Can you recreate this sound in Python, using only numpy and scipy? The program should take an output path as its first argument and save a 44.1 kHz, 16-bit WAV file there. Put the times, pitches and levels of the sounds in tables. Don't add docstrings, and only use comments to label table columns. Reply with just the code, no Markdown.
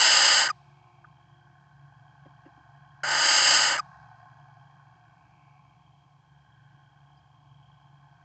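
import sys
import numpy as np
from scipy import signal
from scipy.fft import rfft, irfft, next_fast_len
from scipy.io import wavfile

SR = 44100
rng = np.random.default_rng(int(sys.argv[2]) if len(sys.argv) > 2 else 0)


def wrap_up_sound(samples):
    columns = np.atleast_2d(samples).T
    tamed = np.clip(columns, -1, 1)
    steps = np.round(tamed * 32767).astype(np.int16)
    wavfile.write(sys.argv[1], SR, steps)


N = 363384
TIME = np.arange(N) / SR
FFT_SIZE = 2 * next_fast_len(N // 2 + 4096)
HZ = np.arange(FFT_SIZE // 2 + 1) * SR / FFT_SIZE
CYCLE_HZ = 11.715
CATCH_LEAD_S = 0.011

# f/Hz, half width/Hz, relative level/dB
CAVITY_MODES = [(330, 101, -16.5), (629, 139, -9.0), (561, 59, -8.0), (878, 181, -2.0), (1041, 39, -6.0),
                (1236, 93, -1.0), (1487, 177, -3.5), (1848, 263, -3.0), (2132, 249, -5.0),
                (2559, 149, -9.5), (2780, 115, -2.5), (2984, 254, -2.5), (3345, 94, -10.5),
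                (3590, 124, -12.5), (3856, 133, -12.5), (4095, 139, -7.0), (4372, 172, -7.5),
                (4581, 166, -3.0), (4812, 159, 0.0), (4971, 204, -2.0), (5225, 143, -4.5),
                (5581, 182, -15.5), (6110, 371, -11.0), (6487, 161, -5.0), (6652, 92, -6.5),
                (6862, 116, -10.0), (7161, 140, -6.5), (7398, 128, -3.0), (7658, 207, -6.5),
                (8279, 240, -18.0)]


def from_db(db):
    return 10 ** (np.asarray(db) / 20)


def unit_rms(x):
    return x / np.sqrt(np.mean(x ** 2) + 1e-20)


def in_time(rows):
    times, *columns = np.transpose(rows)
    return [np.interp(TIME, times, column) for column in columns]


def drift(corner_hz):
    return unit_rms(irfft(rfft(rng.standard_normal(FFT_SIZE)) / (1 + (HZ / corner_hz) ** 2))[:N])


def response(modes):
    gains = (from_db(db) / (1 + ((HZ - hz) / width) ** 2) ** 2 for hz, width, db in modes)
    return np.sqrt(sum(gain ** 2 for gain in gains))


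def colour(x, gain):
    cepstrum = irfft(np.log(gain + 1e-6))
    cepstrum[1:FFT_SIZE // 2] *= 2
    cepstrum[FFT_SIZE // 2 + 1:] = 0
    return irfft(rfft(x, FFT_SIZE) * np.exp(rfft(cepstrum)))[:N]


def rasp(pitch_hz, chaos, voiced, flutter_db):
    phase = 2 * np.pi * np.cumsum(pitch_hz * (1 + chaos * drift(500))) / SR
    membrane = unit_rms(sum(np.sin(k * phase) for k in range(1, 6)))
    return (voiced * membrane + rng.standard_normal(N)) * from_db(flutter_db * drift(90))


def screech(source, start, end, swell_s, fade_s, level_db, treble_db, gape_db, leak_db):
    gape = from_db(gape_db * response([(3500, 2100, 0)]))
    tract = response(CAVITY_MODES) * gape + from_db(leak_db)
    spectrum = rfft(colour(source, tract), FFT_SIZE)
    treble_share = 1 / (1 + (2300 / (HZ + 1)) ** 16)
    lows, treble = (unit_rms(irfft(spectrum * share)[:N]) for share in (1 - treble_share, treble_share))
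    building = np.exp(-np.maximum(TIME - start, 0) / swell_s)
    letting_go = np.exp(-np.maximum(end - TIME, 0) / fade_s)
    slack = np.minimum(building + letting_go, 1)
    voice = from_db(-5 * slack) * lows + from_db(treble_db - 19.5 * slack) * treble
    onset = np.clip((TIME - start) / 0.0025, 0, 1)
    release = np.exp(-np.clip((TIME - end) / 0.0074, 0, 20))
    catch_db = -18 * np.exp(-((TIME - end + CATCH_LEAD_S) / 0.0024) ** 2)
    return onset * release * from_db(level_db + catch_db) * voice


def owl():
    # start t/s, break t/s, swell/s, fade/s, lows level/dB, treble re lows/dB, gape/dB, leak/dB
    calls = [(-0.55, 0.495, 0.125, 0.044, -25, 5.5, 2.0, -37),
             (3.033, 3.786, 0.13, 0.079, -25, 5.5, 0, -42)]
    # length/s, start f/Hz, end f/Hz, level/dB, overtone gain/dB, swells
    opening_chirp = (0.016, 1490, 1510, -23.5, -16, 2)
    catch_chirp = (0.013, 1600, 1470, -28.5, -3, 2)
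    closing_whistle = (0.022, 1400, 1185, -24.5, 1.5, 1)
    source = rasp(pitch_hz=1584, chaos=0.11, voiced=0.55, flutter_db=0.9)
    waver = 1 + 0.014 * drift(900)
    out = np.zeros(N)
    for start, end, *manner in calls:
        out += screech(source, start, end, *manner)
        out += whistle(waver, start, *opening_chirp)
        out += whistle(waver, end - CATCH_LEAD_S, *catch_chirp)
        out += whistle(waver, end, *closing_whistle)
    return out


def woods(calls, db, t60, dull_hz):
    age = TIME[:2 * SR]
    decay = (from_db(-60 * age / t60) * (1 - np.exp(-age / 0.02))) ** 2
    power = np.maximum(signal.fftconvolve(calls ** 2, decay / decay.sum())[:N], 0)
    passband = (HZ / (HZ + 500)) ** 2 / (1 + (HZ / dull_hz) ** 6)
    return from_db(db) * np.sqrt(power) * unit_rms(colour(rng.standard_normal(N), passband))


def firings(strengths_db, fade, repeat):
    cycles = TIME * CYCLE_HZ + 0.0048 * drift(0.98)
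    count, period = len(strengths_db), int(SR / CYCLE_HZ)
    strength = from_db(strengths_db)[np.floor(cycles * count).astype(int) % count]
    decay = np.exp(-fade * (cycles * count % 1))
    periodic = np.interp(cycles % 1 * period, np.arange(period), rng.standard_normal(period))
    return strength * decay * (repeat * periodic + rng.standard_normal(N))


def exhaust(hum_db, rumble_db, waver_db, swell_db):
    # multiple of the cycle rate, level re hum_db/dB
    orders = [(6, -75), (8, -83.5), (10, -66), (12, -60.5), (14, -74), (15, -77)]
    # f/Hz, half width/Hz, relative level/dB
    rumble_modes = [(135, 51, 0), (300, 61, -15.5)]
    hum = np.zeros(N)
    for order, db in orders:
        amplitude = np.sqrt(2) * from_db(hum_db + db + waver_db * drift(2.5))
        hum += amplitude * np.sin(2 * np.pi * (order * CYCLE_HZ * TIME + rng.random()))
    rumble = unit_rms(colour(rng.standard_normal(N), response(rumble_modes)))
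    return hum + from_db(rumble_db + swell_db * drift(3.4)) * rumble


def engine():
    # t/s, clatter level before trim/dB, upper clatter re clatter/dB
    fading = [(0.65, -61.0, -12.5), (0.95, -61.5, -14.0), (1.45, -65.0, -3.5), (2.5, -59.5, -6.5),
              (2.95, -60.5, -4.5), (3.95, -54.0, -7.0), (4.55, -59.0, -7.5), (5.1, -62, -6.5),
              (5.5, -62.5, -14.5), (6.05, -66.0, -13.5), (6.6, -67.0, -0.5), (7.0, -64.5, -7.0),
              (7.5, -64.5, -13.5), (8.15, -63.0, -6.0)]
    cylinders_db = [-0.7, 1.5, -1.0, 0.7, -1.0, 0.7]
    # f/Hz, half width/Hz, relative level/dB
    clatter_modes = [(727.5, 70, 1), (842, 80, 0.5), (918, 48, -4), (1069, 79, 1), (1263, 120, -14),
                     (4100, 350, -30), (4800, 550, -30), (6200, 1200, -36.5)]
    upper_modes = [(1525, 110, -0.5), (1641, 120, -3.5), (1860, 110, -12.5)]
    ring_modes = [(2266, 95, 0), (2420, 340, -5.5), (2700, 270, -12.5)]
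    injector_modes = [(3210, 150, 0), (3010, 240, -11.5)]
    # t/s, half length/s, gain/dB
    ring_swells = [(0.88, 0.27, 7.5), (5.455, 0.4, 9.0)]
    level_db, upper_db = in_time(fading)
    swing_db = level_db - level_db.mean()
    swells_db = sum(db * np.exp(-((TIME - t) / half) ** 2) for t, half, db in ring_swells)
    bands = [(level_db - 0.2, clatter_modes), (level_db + upper_db + 0.13, upper_modes),
             (-80.5 + 0.55 * swing_db + swells_db, ring_modes)]
    bursts = firings(cylinders_db, fade=1.0, repeat=0.6)
    clatter = sum(from_db(db) * unit_rms(colour(bursts, response(modes))) for db, modes in bands)
    injections = firings(np.zeros(3), fade=1.5, repeat=0.3)
    ticks = unit_rms(colour(injections, response(injector_modes)))
    hum = from_db(0.25 * swing_db) * exhaust(hum_db=-0.5, rumble_db=-64.5, waver_db=3.0, swell_db=1.0)
    return hum + clatter + from_db(-78 + 2.5 * drift(1.2)) * ticks


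def hiss(db):
    # f/Hz, relative level/dB
    hiss_spectrum = [(20, -3), (300, -1), (600, 1.5), (2000, -7.5), (3600, -10.5), (4100, -9), (4800, -10),
                     (5300, -11), (7300, -14.5), (8000, -24.5), (9000, -27)]
    hz, level_db = np.transpose(hiss_spectrum)
    gain = from_db(np.interp(np.log(HZ + 1), np.log(hz), level_db))
    return from_db(db) * unit_rms(colour(rng.standard_normal(N), gain))


def whistle(waver, start, length, start_hz, end_hz, db, overtones_db, swells):
    # harmonic number, relative level/dB
    partials = [(2, -20), (3, -35), (4, -13), (5, -23.5), (6, -27)]
    active = (TIME > start) & (TIME < start + length)
    progress = (TIME[active] - start) / length
    hz = end_hz + (start_hz - end_hz) * (1 - progress) ** 2
    phase = 2 * np.pi * np.cumsum(hz * waver[active]) / SR
    overtones = sum(from_db(overtones_db + partial_db) * np.sin(k * phase) for k, partial_db in partials)
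    swell = np.abs(np.sin(np.pi * swells * progress))
    out = np.zeros(N)
    out[active] = from_db(db) * np.sqrt(2) * swell * (np.sin(phase) + swell * overtones)
    return out


def far_whine(start_hz, end_hz, db):
    hz, level_db = in_time([(0.5, start_hz, db), (1.5, end_hz, db), (2.3, end_hz - 10, db - 21)])
    amplitude = from_db(level_db + 2 * drift(6))
    return amplitude * np.sin(2 * np.pi * np.cumsum(hz + 5 * drift(20)) / SR)


def knocks(rise_s, scuff_hz):
    # t/s, level/dB, f/Hz, half width/Hz, t60/s, relative scuff level/dB
    touches = [(1.043, -34, 1400, 400, 0.018, -45), (2.256, -41, 318, 160, 0.055, -42),
               (2.455, -46.5, 320, 165, 0.078, -30), (2.573, -52, 290, 90, 0.094, -55),
               (4.95, -66, 310, 130, .1, -55), (6.759, -67, 300, 90, 0.083, -55),
               (7.168, -69, 4950, 400, .08, -55)]
    out, hollow = np.zeros(N), response(CAVITY_MODES)
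    for start, db, hz, width, t60, scuff_db in touches:
        age = np.maximum(TIME - start, 0)
        envelope = (1 - np.exp(-age / rise_s)) * from_db(-60 * np.minimum(age / t60, 3))
        contact = response([(hz, width, 0), (0, scuff_hz, scuff_db)])
        out += from_db(db) * colour(envelope * rng.standard_normal(N), unit_rms(hollow * contact))
    return out


def scene():
    calls = owl()
    nest = calls + woods(calls, db=-50.5, t60=1.5, dull_hz=5800) + knocks(rise_s=0.00088, scuff_hz=2800)
    night = engine() + far_whine(start_hz=363, end_hz=342, db=-74.5)
    return (nest + night + hiss(db=-76.5))[None]


def record(dry):
    cutoff_hz = 8750
    return signal.sosfilt(signal.ellip(12, 0.1, 80, cutoff_hz, fs=SR, output="sos"), dry)


dry = scene()
out = record(dry)
wrap_up_sound(out)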